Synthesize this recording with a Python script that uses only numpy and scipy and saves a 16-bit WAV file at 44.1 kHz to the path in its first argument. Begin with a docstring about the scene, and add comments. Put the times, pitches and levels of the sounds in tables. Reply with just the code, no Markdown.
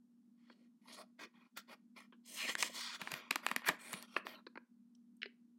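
"""Turning a glossy page

A picture book lies open on a carpet in a quiet room with a low mains hum; the paper is close, its echo faint.
Fingers brush the page, lift it and swing it over: grains of friction give the rub, hiss and skids. The sheet
buckles in sharp snaps (noise jolts ringing resonances), and low swells puff and thump from under it. Fingertips
tap the pages where they lie flat, and a few small ticks follow. A suppressor in the recorder turns down faint
bands, and the extreme treble is cut."""
import sys
import numpy as np
from scipy import signal
from scipy.fft import rfft, irfft, next_fast_len
from scipy.io import wavfile
from scipy.ndimage import uniform_filter1d

SR = 44100
rng = np.random.default_rng(int(sys.argv[2]) if len(sys.argv) > 2 else 0)


def transcribe(signal):
    """Save signal, clipped to [-1, 1], as a 16-bit WAV file at the path in sys.argv[1]."""
    frames = np.atleast_2d(signal).T
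    limited = np.clip(frames, -1, 1)
    pcm = np.round(limited * 32767).astype(np.int16)
    wavfile.write(sys.argv[1], SR, pcm)


N = 246322
TIME = np.arange(N) / SR
STEPS = np.arange(0, N / SR, .001)   # coarse clock for the contacts [s]
CUTOFF_HZ = 16200   # top of the recorded band


def from_db(db):
    """Decibels to gain."""
    return 10 ** (np.asarray(db) / 20)


def rms_one(x):
    """Scales to rms 1."""
    return x / np.sqrt(np.mean(x ** 2) + 1e-20)


def at_level(burst, db):
    """Scales a burst so that its energy, spread over 10 ms, has this rms level."""
    return from_db(db) * burst / np.sqrt(np.sum(burst ** 2) / (SR / 100) + 1e-20)


def add(out, s, burst):
    """Mixes a burst in at time s."""
    start = round(s * SR)
    out[start:start + len(burst)] += burst[:N - start]


def at_hz(points, hz):
    """Reads a spectrum on a log-frequency axis."""
    point_hz, point_db = np.array(points).T
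    return np.interp(np.log(hz), np.log(point_hz), point_db)


def in_time(rows, times):
    """Joins rows by straight lines; one curve per column."""
    s, *columns = np.transpose(rows)
    return [np.interp(times, s, c) for c in columns]


def hump(hz, centre_hz, octaves):
    """Outline of a resonance: 1 at its centre."""
    return 1 / (1 + (np.log2(hz / centre_hz) / octaves) ** 2)


def drift(rate):
    """Slow chance: noise at a 40th of the sample rate, smoothed twice at this rate in Hz; spread 1."""
    r = np.exp(-80 * np.pi * rate / SR)
    noise = rng.standard_normal(N // 40 + 2002)
    slow = signal.lfilter([1], [1, -2 * r, r * r], noise)[2000:]
    return np.interp(np.arange(N) / 40, np.arange(len(slow)), rms_one(slow))


def coloured(x, spectrum):
    """Gives noise a spectrum; rms 1."""
    size = next_fast_len(len(x))
    hz = np.maximum(np.fft.rfftfreq(size, 1 / SR), 1)
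    return rms_one(irfft(rfft(x, size) * from_db(at_hz(spectrum, hz)), size)[:len(x)])


def resonate(x, hz, width_hz):
    """One resonance with gain 1 on top."""
    r = np.exp(-np.pi * width_hz / SR)
    feedback = [1, -2 * r * np.cos(2 * np.pi * hz / SR), r * r]
    return signal.lfilter(np.array([1, 0, -1]) * (1 - r * r) / 2, feedback, x + 1e-18)


def jolt(ms, kick, size=2048):
    """A sudden give, then a dying cascade of tiny slips; evenly coloured, so the body sets the tone."""
    t = np.arange(size) / SR
    slips = rng.standard_normal(size) * np.exp(-t / (ms / 1000))
    spectrum = rfft(slips / np.linalg.norm(slips) + kick * (t == 0), 2 * size)
    even = irfft(spectrum / (np.abs(spectrum) + 1e-9) ** .8, 2 * size)[:size]
    return even * np.exp(-t / (4 * ms / 1000))


def ring(force, modes, tilt_db, vary_db, detune):
    """Modes in parallel; pitch and strength change a little with every call."""
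    chance = rng.standard_normal((len(modes), 2))
    out = 0
    for k, ((hz, width, db), (louder, sharper)) in enumerate(zip(modes, chance)):
        tilted_db = db + tilt_db * np.log2(hz / modes[0][0]) + vary_db * louder
        out = out + (-1) ** k * from_db(tilted_db) * resonate(force, hz * np.exp(detune * sharper), width)
    return out


# the sheet buckles: (time [s], ring level [dB], crack level [dB], ring brightness [dB/octave],
# length [ms], pitch of the bend [Hz], pitch muted by the fingers [Hz], top of the crack [Hz])
SNAPS = [ (1.572, -52, -51.5, 1, 7.7, 1410, 2000, 15000), (2.5523, -37.5, -47, -1, 1.6, 1800, 1080, 8000),
         (2.6256, -33.5, -34.5, 4.5, 3.6, 2580, 1550, 7500), (2.6297, -36, -52, 0, 3.2, 2400, 1500, 9000),
         (3.015, -43.5, -53, 1, 6, 2360, 3000, 14000), (3.0732, -42.5, -65, -3, 1.7, 1680, 600, 9000),
         (3.1174, -45, -47, 2, 2.2, 2500, 1800, 15000), (3.139, -41.5, -49, 9, 2.4, 2200, 3000, 14000),
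         (3.3073, -41.5, -47, -4.5, 3.2, 2300, 600, 8500), (3.3093, -32, -40, 4, 1.9, 2740, 1780, 12510),
         (3.326, -50.5, -60, 8.5, 1, 2500, 1100, 7000), (3.3577, -35.5, -42, -2.5, 1.7, 1200, 1900, 15500),
         (3.4647, -32, -43.5, 2, 1.5, 1100, 3100, 14500), (3.4872, -48, -57, 5, 1, 2500, 1100, 10000),
         (3.5139, -35.5, -51, -4, 1.6, 1080, 3300, 16000), (3.5622, -34, -41, 2, 1.7, 1950, 1500, 13970),
         (3.6194, -56, -75, -4, 1.5, 1700, 2500, 9000), (3.6455, -51, -70, 0, 2.4, 1700, 2500, 9000),
         (3.6855, -40, -37, -1.5, 5.9, 1800, 1100, 15000),
         (3.689, -28.5, -48.5, -2.5, 3.8, 1800, 2400, 11000),
         (3.6962, -37, -60, 0.5, 2.8, 1350, 1900, 9000), (3.7011, -44.5, -60, -3, 5, 1500, 2000, 9000),
         (3.9306, -47.5, -47, -2, 1.8, 1150, 1700, 14000),
         (3.9379, -44.5, -54.5, 7, 2.2, 2200, 1500, 13000),
         (4.026, -64.5, -54.5, 5, 0.8, 2500, 1100, 15000), (4.2681, -44, -62, 0.5, 0.96, 1160, 2200, 11000)]
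# resonances of the bent sheet: (pitch [Hz], width [Hz], level [dB])
SHEET = [(715, 400, -7), (1090, 390, 3), (1400, 470, 1), (1800, 240, 4), (2400, 250, 0), (2820, 260, -2.5),
         (3900, 150, -6.5)]
# resonances of the crack: (pitch [Hz], width [Hz], level [dB])
CRACK = [(4300, 1000, 5), (6100, 1500, 5), (7280, 1500, 6), (11400, 2300, 2), (15000, 1500, 1.5)]
CRACK_SHARE, CRACK_KICK = 0.7, 0.6   # share of the buckle's length, and suddenness
BEND_DB, MUTE_DB = 3.5, 4   # lift near the pitch of the bend, loss near the pitch the fingers mute
# the pages below thump: level under a ring of MEDIUM_SNAP_DB, and dB per dB of ring
THUMP_DB, THUMP_FOLLOWS, MEDIUM_SNAP_DB = -56.5, 0.67, -40


def snaps():
    """Each buckle rings the sheet, cracks in the treble and thumps the pages below."""
    out = np.zeros(N)
    damping = signal.butter(6, 4700, "low", fs=SR, output="sos")   # paper damps its high modes
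    no_bass = signal.butter(2, 650, "high", fs=SR, output="sos")   # a thin sheet radiates little bass
    no_rumble = signal.butter(3, 150, "high", fs=SR, output="sos")
    for s, ring_db, crack_db, brightness_db, ms, bend_hz, muted_hz, top_hz in SNAPS:
        force = jolt(ms, kick=1.4 / np.sqrt(ms))   # the shorter the buckle, the more sudden
        modes = []
        for hz, width, db in SHEET:
            bend = BEND_DB * hump(hz, bend_hz, octaves=0.3)
            mute = MUTE_DB * hump(hz, muted_hz, octaves=0.075)
            modes.append((hz, width, db + bend - mute))
        sheet = ring(force, modes, np.clip(brightness_db, -9, 5), vary_db=1, detune=.02)
        sheet = signal.sosfilt(no_bass, signal.sosfilt(damping, sheet))
        crack_force = jolt(ms * CRACK_SHARE, kick=CRACK_KICK / np.sqrt(ms))
        crack = ring(crack_force, CRACK, 0, vary_db=1.5, detune=.04)
        crack = signal.sosfilt(signal.butter(3, min(top_hz, CUTOFF_HZ), fs=SR, output="sos"), crack)
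        thump = signal.sosfilt(no_rumble, resonate(resonate(force, 180, 420), 220, 670))
        thump_db = THUMP_DB + THUMP_FOLLOWS * (ring_db - MEDIUM_SNAP_DB)
        add(out, s, at_level(sheet, ring_db) + at_level(crack, crack_db) + at_level(thump, thump_db))
    return out


# every contact grips and lets go
GRIP_DB_PER_S, LET_GO_DB_PER_S = 1898.5, 749


def grip(start, end):
    """Envelope of a contact in dB: quick attack, hold, release."""
    return -GRIP_DB_PER_S * np.maximum(start - STEPS, 0) - LET_GO_DB_PER_S * np.maximum(STEPS - end, 0)


# a stroke is fastest in its middle; loss at either end, largest for the edge hiss
RUB_ARCH_DB, HISS_ARCH_DB = 0.5, 4.5


def finger_stroke(start, length, rub_db, swell_db, hiss_db, flutter_db, *colour):
    """One short slide: pressure grows or fades evenly while the speed arches."""
    progress = np.clip((STEPS - start) / length, 0, 1)
    pressure_db = grip(start, start + length) + swell_db * (progress - .5)
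    slowness = (2 * progress - 1) ** 2
    rub = rub_db + pressure_db - RUB_ARCH_DB * slowness
    hiss = hiss_db + pressure_db - HISS_ARCH_DB * slowness
    return rub, hiss, flutter_db + pressure_db, *colour


# as more of the sheet comes free it sounds duller: brightness [dB/octave], and its fall per second
FREE_BRIGHTNESS_DB, DULLING_DB_PER_S = 6, 15


def page_sweep(levels, rub_db, hiss_db, flutter_db, curl_hz, sink_octaves_per_s, height_db, edge_hz):
    """A long slide of the whole sheet: it dulls and the resonance of its curl sinks as it comes free."""
    start, end = levels[0][0], levels[-1][0]
    age = np.clip(STEPS, start, end) - start
    rub, hiss, flutter = np.array(in_time(levels, STEPS)) + grip(start, end)
    brightness_db = FREE_BRIGHTNESS_DB - DULLING_DB_PER_S * age
    face_hz = curl_hz * 2 ** (-sink_octaves_per_s * age)
    return rub + rub_db, hiss + hiss_db, flutter + flutter_db, brightness_db, face_hz, height_db, edge_hz


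# the sheet shivers on after each snap: level against the snap, its fall, and its parts against the rub
SHIVER_DB, SHIVER_DB_PER_S, SHIVER_HISS_DB, SHIVER_FLUTTER_DB = -20.5, 298.5, -13.5, -6


def shiver(s, ring_db, brightness_db, face_hz, height_db, edge_hz):
    """The dying rustle that a snap leaves in the sheet."""
    falling_db = ring_db + SHIVER_DB - SHIVER_DB_PER_S * (STEPS - s)
    db = np.where(STEPS > s, falling_db, -np.inf)
    return db, db + SHIVER_HISS_DB, db + SHIVER_FLUTTER_DB, brightness_db, face_hz, height_db, edge_hz


# fingers and paper slide: (start [s], length [s], rub level [dB], swell from start to end [dB],
# edge hiss level [dB], flutter level [dB], brightness [dB/octave], face resonance [Hz],
# its height [dB], edge resonance [Hz])
STROKES = [ (0.378, 0.15, -76, 13, -99, -103, -0.5, 2400, -4.5, 9000),
           (0.486, 0.18, -79, 4, -91, -79, 1.5, 1160, 2, 9000),
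           (0.818, 0.098, -68, 19.5, -75.5, -77, 0.5, 2400, 3, 10300),
           (0.924, 0.039, -62, -3.5, -62.5, -70, 6.5, 4700, 0.5, 9300),
           (0.971, 0.053, -58.5, -4, -64.5, -64.5, 2, 1230, 11.5, 9200),
           (1.194, 0.054, -54.5, 3, -62.5, -65.5, -2, 2450, 0, 6300),
           (1.34, 0.13, -69, 4.5, -89, -82, -4, 1080, 3.5, 11600),
           (1.572, 0.031, -56, -11.5, -62.5, -67, 6, 1430, 12, 13500),
           (1.682, 0.051, -57.5, 10, -69.5, -64.5, -0.5, 1180, 8, 11800),
           (1.966, 0.091, -63, -14.5, -72.5, -73, 1.5, 1240, 6, 11400),
           (2.585, 0.091, -50.5, -4.5, -45, -59.5, 7, 3600, 0.5, 7470),
           (2.997, 0.15, -57, -5.5, -69, -67.5, -0.5, 2240, -5.5, 9100),
           (3.109, 0.087, -52, -3, -63, -60.5, 1, 1552, 13, 13000),
           (3.187, 0.17, -64, -21.5, -91, -75, -4.5, 1540, -4, 11910),
           (3.433, 0.095, -54.5, -0.5, -62.5, -65, -3.5, 2000, 0.5, 11030),
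           (3.627, 0.021, -55, 8, -80.5, -66, -9, 1500, 4.5, 12000),
           (3.659, 0.019, -39.5, 12, -43, -70, -1, 1664, 12.5, 12500),
           (3.688, 0.057, -67, -23.5, -76, -50, -8, 1673, 7.5, 11070),
           (3.792, 0.15, -56, 9.5, -57.5, -66.5, -1, 1740, 9.5, 9000),
           (3.933, 0.12, -58, -8.5, -62.5, -64, -1, 2215, -6.5, 10270),
           (4.076, 0.1, -65.5, 10.5, -73.5, -76.5, -1, 1970, -9.5, 9700),
           (4.166, 0.05, -60.5, -28.5, -72, -61.5, -6.5, 1510, -10.5, 9700),
           (4.257, 0.095, -59.5, -1.5, -65.5, -63, -1, 1870, 0, 13700),
           (4.339, 0.059, -66, 2, -81, -70, -8.5, 1850, 0, 12900)]
# the page is peeled off the stack, then swung over; each sweep shifts these levels as a whole:
# (time [s], rub level [dB], edge hiss level [dB], flutter level [dB])
PEEL = [(2.24, -77.5, -91, -106), (2.264, -62.5, -64, -88), (2.342, -56.5, -55, -69.5),
        (2.404, -40, -54, -79), (2.456, -43.5, -55, -58), (2.472, -39, -57.5, -78), (2.496, -32, -55, -52),
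        (2.524, -44.5, -55.5, -84.5), (2.54, -58, -66, -71.5)]
SWING = [(2.7, -66, -59, -54), (2.73, -62, -63, -89), (2.748, -53.5, -49.5, -67), (2.8, -47.5, -51, -63),
         (2.812, -48.5, -51, -78), (2.914, -50.5, -71, -77), (2.955, -45, -60, -70),
         (2.985, -72.5, -73, -78)]


def handling():
    """All contacts together: their powers add up, and the loudest dominate the colour."""
    contacts = [finger_stroke(*row) for row in STROKES]
    contacts.append(page_sweep(PEEL, rub_db=-5.5, hiss_db=4.5, flutter_db=6.5, curl_hz=3780,
                               sink_octaves_per_s=2.0, height_db=5.5, edge_hz=7140))
    contacts.append(page_sweep(SWING, rub_db=-1.5, hiss_db=-0.5, flutter_db=1.0, curl_hz=2750,
                               sink_octaves_per_s=0.94, height_db=-3, edge_hz=7000))
    for s, ring_db, *_ in SNAPS:
        contacts.append(shiver(s, ring_db, brightness_db=0.5, face_hz=1800, height_db=2, edge_hz=12000))
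    curves = np.stack([np.broadcast_arrays(*c) for c in contacts], axis=1)
    rub, hiss, flutter, brightness_db, face_hz, height_db, edge_hz = curves
    rub, hiss, flutter = (from_db(np.maximum(db, -160)) ** 2 for db in (rub, hiss, flutter))
    gains = [np.sqrt(power.sum(axis=0)) for power in (rub, hiss, flutter)]
    colours = [np.average(c, axis=0, weights=rub) for c in (brightness_db, face_hz, height_db)]
    edge = np.average(edge_hz, axis=0, weights=hiss)
    return [np.interp(TIME, STEPS, c) for c in (*gains, *colours, edge)]


def friction(per_s, spread_db, smooth):
    """Fibres catch and let go: dense clicks of uneven size over a smooth rush."""
    sizes = from_db(spread_db * np.minimum(rng.exponential(1, N), 4)) * rng.choice([-1, 1], N)
    clicks = sizes * (rng.random(N) < per_s / SR)
    return rms_one(clicks) + smooth * rng.standard_normal(N)


FIBRES_PER_S, FIBRE_SPREAD_DB, RUSH_SMOOTHNESS = 9000, 4, 1.0   # the grain of sliding paper


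def rush(spectrum, lowest_hz, count, colour_db):
    """Friction in quarter-octave bands, which follow colour_db(hz) and swell by chance as the sheet bends."""
    edges = lowest_hz * 2 ** (np.arange(count + 1) / 4)
    drives = [rms_one(friction(FIBRES_PER_S, FIBRE_SPREAD_DB, RUSH_SMOOTHNESS)) for _ in range(2)]
    out, power = 0, 0
    for k, (low, high) in enumerate(zip(edges, edges[1:])):
        hz = np.sqrt(low * high)
        band_pass = signal.butter(2, [low, high], "band", fs=SR, output="sos")
        band = signal.sosfilt(band_pass, drives[k % 2])   # neighbours have separate grains
        gain = from_db(at_hz(spectrum, hz))
        out = out + band * gain * from_db(colour_db(hz) + 2.3 * drift(4))
        power += gain ** 2 * (high - low) / (SR / 2)
    return out / np.sqrt(power)


# reflections off the pages, the hand and the floor: (delay [ms], level [dB])
BOUNCES = [(.89, -8), (2.1, -11), (3.7, -9)]


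def bounce(x):
    """The reflections comb the sound, and wander as the hand moves."""
    out = x
    for ms, db in BOUNCES:
        late_s = (ms + .03 * drift(1)) / 1000
        out = out + from_db(db) * np.interp(TIME - late_s, TIME, x)
    return out / np.sqrt(1 + sum(from_db(db) ** 2 for ms, db in BOUNCES))


# colours of the face rub, the edge hiss and the flutter: (frequency [Hz], relative density [dB])
RUB = [(300, -30.5), (550, -26.5), (800, -2), (1100, 4), (1400, 0.5), (1800, 6), (2500, 3.5), (3400, 1.5),
       (4600, -1), (6300, -8.5), (9000, -21), (15000, -41)]
HISS = [(3000, -15), (5500, 4), (7500, 0), (9600, 8), (11500, -1), (14000, 6), (16000, -4)]
FLUTTER = [(50, -40), (100, -26.5), (150, -7), (300, 6), (450, 0), (650, 7), (1000, -28), (2000, -42)]


def sliding():
    """Rub of the page face, hiss of its edge and low flutter, all under one unsteady pressure."""
    rub, hiss, flap, brightness_db, face_hz, height_db, edge_hz = handling()

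    def face_colour(hz):
        """Brightness tilt and the face resonance, in dB."""
        tilt = brightness_db * np.clip(np.log2(hz / 1900), -.5, 1.7)
        return tilt + height_db * (hump(hz, face_hz, octaves=.27) - .35)

    def edge_colour(hz):
        """The edge resonance, in dB."""
        return 11 * hump(hz, edge_hz, octaves=.22) - 7.5

    face = rub * rush(RUB, 271.8, count=22, colour_db=face_colour)
    edge = hiss * rush(HISS, 3400, count=9, colour_db=edge_colour)
    flutter = flap * coloured(rng.standard_normal(N), FLUTTER)
    pressure = from_db(1.2 * drift(70))
    return pressure * (bounce(face + edge) + flutter)


# skin skids on the gloss and draws out one narrow resonance:
# (start [s], length [s], level [dB], pitch [Hz], width [Hz], glide [octaves/s])
SKIDS = [(0.849, 0.17, -70, 1010, 260, 0.5), (0.88, 0.138, -66, 4430, 1090, 0.59),
         (0.989, 0.04, -62, 701, 242, -0.23), (1.207, 0.054, -64, 378.4, 195, 2.4),
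         (2.393, 0.069, -46.5, 2656, 520, -1.9), (2.854, 0.11, -60, 1353, 600, 0.11),
         (3.805, 0.053, -64.5, 8200, 1090, 1), (3.911, 0.082, -60.5, 9400, 1090, 0.31),
         (4.294, 0.064, -66, 3090, 378, -1.4), (4.345, 0.04, -68.5, 4200, 432, -2.1)]


def skids():
    """Friction rings one resonance of the sheet, which glides as the finger travels."""
    out = np.zeros(N)
    in_phase = friction(per_s=1000, spread_db=5.0, smooth=0.4)
    drive = in_phase + 1j * friction(per_s=680, spread_db=-0.5, smooth=0.2)
    for start, length, db, hz, width_hz, glide in SKIDS:
        near = (TIME > start - .02) & (TIME < start + length + .08)
        t = TIME[near]
        # low-passed friction, moved up to the gliding pitch, makes a band of this width
        swell = signal.sosfilt(signal.butter(3, width_hz / 2, fs=SR, output="sos"), drive[near])
        phase = 2 * np.pi * np.cumsum(hz * 2 ** (glide * (t - start))) / SR
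        level_db = db + np.interp(t, STEPS, grip(start, start + length))
        out[near] += from_db(level_db) * rms_one((swell * np.exp(1j * phase)).real)
    return out


# fingertips tap the pages where they lie flat: (time [s], level [dB], brightness [dB/octave],
# length [ms], pitch ratio, edge ring level [dB], edge ring pitch [Hz])
TAPS = [(0.4989, -59.5, -2.5, 7.5, 0.92, -79, 4460), (2.124, -60, -1.5, 21, 0.94, -67, 3100),
        (4.1644, -31.5, 3.5, 2.5, 1.037, -53, 4310), (4.2511, -54.5, -11, 5, 1.08, -75, 4080),
        (4.4662, -50.5, -3, 6.2, 0.95, -57.5, 4100), (4.5555, -52.5, -1.5, 5.2, 0.83, -71.5, 4300),
        (4.5738, -48, 0.5, 4.2, 0.943, -69.5, 4300)]
# resonances of the flat pages: (pitch [Hz], width [Hz], level [dB])
STACK = [(328, 95, 6), (540, 104, 3.5), (1080, 126, 7), (1700, 204, 7.5), (2540, 270, 1.5)]
TAP_DAMPING_HZ, EDGE_RING_WIDTH_HZ = 3230, 880


def taps():
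    """A soft fingertip knocks on the stack of pages; the edge of the top sheet rings above it."""
    out = np.zeros(N)
    softness = signal.butter(5, [170, TAP_DAMPING_HZ], "band", fs=SR, output="sos")
    for s, db, brightness_db, ms, ratio, edge_db, edge_hz in TAPS:
        force = jolt(ms, kick=0.32)
        modes = [(hz * ratio, width, level) for hz, width, level in STACK]
        knock = signal.sosfilt(softness, ring(force, modes, brightness_db, vary_db=1.0, detune=0.01))
        edge = resonate(resonate(force, edge_hz, EDGE_RING_WIDTH_HZ), edge_hz, EDGE_RING_WIDTH_HZ)
        add(out, s, at_level(knock, db) + at_level(edge, edge_db))
    return out


# low swells from under the falling page: air squeezed out, and the pages below thumping after some snaps: (time
# [s], level [dB], pitch [Hz])
PUFFS = [(3.019, -51.5, 208), (3.128, -52, 159), (3.311, -48.5, 275), (3.36, -52, 295), (3.516, -50, 215),
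         (3.5634, -48, 235), (3.691, -46, 174), (3.938, -48, 198)]
PUFF_CYCLES = 0.73   # cycles from the start of a puff to its height


def puffs(size=8192):
    """Each makes a soft low swell of a few cycles."""
    out, t = np.zeros(N), TIME[:size]
    no_rumble = signal.butter(2, 120, "high", fs=SR, output="sos")
    for s, db, hz in PUFFS:
        swell = t * np.exp(-t * hz / PUFF_CYCLES)
        puff = signal.sosfilt(no_rumble, swell * np.sin(2 * np.pi * hz * t))
        add(out, s, at_level(puff, db))
    return out


# small ticks: (time [s], level [dB], length [ms], knock level [dB], pitch ratio)
TICKS = [(4.9505, -71, 5, -100, 2), (5.168, -77, 5, -100, 4), (5.2178, -48, 3, -72, 1.05),
         (5.2305, -40.5, 1, -63, 1), (5.236, -54, 12, -70, 1), (5.2575, -52, 3.5, -52, 0.95)]
# what the ticks ring with: (pitch [Hz], width [Hz], level [dB])
TICK_MODES = [(1575, 370, 0), (2082, 410, 2), (2860, 490, 1), (4300, 700, -5.5), (5153, 135, -7.5)]
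# band of a tick at pitch ratio 1: (low edge [Hz], high edge [Hz])
TICK_BAND_HZ = (1300, 5800)


def ticks():
    """Thin bright ticks, the later ones with a soft hollow knock."""
    out = np.zeros(N)
    for s, db, ms, knock_db, ratio in TICKS:
        force = jolt(ms, kick=0.43)
        band_hz = np.minimum(np.array(TICK_BAND_HZ) * ratio, CUTOFF_HZ)
        narrow = signal.butter(4, band_hz, "band", fs=SR, output="sos")
        modes = [(min(hz * ratio, CUTOFF_HZ), width, level) for hz, width, level in TICK_MODES]
        thin = signal.sosfilt(narrow, ring(force, modes, 0, vary_db=3.0, detune=0.0089))
        knock = resonate(resonate(force, 397.0, 38), 550, 760)
        add(out, s, at_level(thin, db) + at_level(knock, knock_db))
    return out


# decay time in the bass, gain of the echoes, and the walls' treble loss
ROOM_T60_S, ROOM_DB, WALL_CUT_HZ = 0.32, -16.5, 17000


def room(x, count=10):
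    """Dull echoes circling between the walls, smeared by allpasses."""
    size = next_fast_len(N + SR // 2)
    hz = np.fft.rfftfreq(size, 1 / SR)
    wall = 1 / (1 + 1j * hz / WALL_CUT_HZ)
    response = 0
    lags = np.geomspace(.008, .037, count) * rng.uniform(.94, 1.06, count)   # seconds
    for k, lag in enumerate(lags):
        echo = from_db(-60 * lag / ROOM_T60_S) * np.exp(-2j * np.pi * hz * lag)
        response = response + (-1) ** k * echo / (1 - echo * wall)
    for lag in (.0011, .0027):
        delay = np.exp(-2j * np.pi * hz * lag)
        response = response * (delay - .5) / (1 - .5 * delay)
    return irfft(rfft(x, size) * response * wall, size)[:N] / np.sqrt(count)


# air of the room: (frequency [Hz], relative density [dB])
AIR = [(25, -54), (70, -50), (105, -36), (150, -17), (205, 4), (280, -4), (360, -19), (550, -26),
       (1100, -26), (2200, -35), (6000, -35), (12000, -38), (15000, -46)]
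AIR_DB = -72
# the hum, the drone and the low air dip briefly: (time [s], width [s], level [dB])
DIPS = [(1.305, 0.026, -9), (1.5, 0.021, -27), (4.675, 0.022, -23)]
HUM_HZ, HUM_DB = 238.6, -68.5   # mains hum (dB rms, about which it drifts)
DRONE_HZ, DRONE_WIDTH_HZ, DRONE_DB = 202, 2.5, -79   # the appliance's casing drones


def background():
    """An appliance hums and drones over a low rush of air; all but the higher air dips briefly."""
    hum_phase = 2 * np.pi * HUM_HZ * TIME + 0.14 * drift(1.4)
    hum = from_db(HUM_DB + 1.9 * drift(8.0)) * np.sqrt(2) * np.sin(hum_phase)
    casing = resonate(rng.standard_normal(N), DRONE_HZ, DRONE_WIDTH_HZ)
    drone = from_db(DRONE_DB) * rms_one(resonate(casing, DRONE_HZ, DRONE_WIDTH_HZ))
    air = from_db(AIR_DB) * coloured(rng.standard_normal(N), AIR)
    low_air = signal.sosfiltfilt(signal.butter(2, 600, fs=SR, output="sos"), air)
    dip_db = sum(db * np.exp(-((TIME - s) / width) ** 2) for s, width, db in DIPS)
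    return from_db(dip_db) * (hum + drone + low_air) + air - low_air


def scene():
    """The near sounds, their room and the background."""
    near = sliding() + skids() + snaps() + taps() + puffs() + ticks()
    return (near + from_db(ROOM_DB) * room(near) + background())[None]


# the recorder's noise suppressor turns down whatever lies under this level: (frequency [Hz], density [dB per Hz])
QUIET = [(120, -140), (250, -116), (420, -106), (1000, -105), (4000, -108), (8000, -114), (15000, -120)]
SUPPRESS_DB = -6.5   # the most it turns down


def suppress(x, size=512):
    """Faint bands are turned down frame by frame: tails end early and resonances stand out."""
    framing = dict(nperseg=size, noverlap=size * 3 // 4, scaling="psd")
    hz, _, frames = signal.stft(x, SR, **framing)
    power = uniform_filter1d(2 * np.abs(frames) ** 2, size=3, axis=-2)   # smoothed over frequency
    power = uniform_filter1d(power, size=3, axis=-1)   # and over time
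    quiet = from_db(at_hz(QUIET, np.maximum(hz, 1)))[:, None] ** 2
    gain = np.maximum(power / (power + quiet), from_db(SUPPRESS_DB))
    return signal.istft(frames * gain, SR, **framing)[1][..., :N]


def record(dry):
    """Faint noise is suppressed, and the top is cut steeply."""
    steep_cut = signal.ellip(10, .1, 70, CUTOFF_HZ, fs=SR, output="sos")
    return signal.sosfilt(steep_cut, suppress(dry))


dry = scene()
out = record(dry)
transcribe(out)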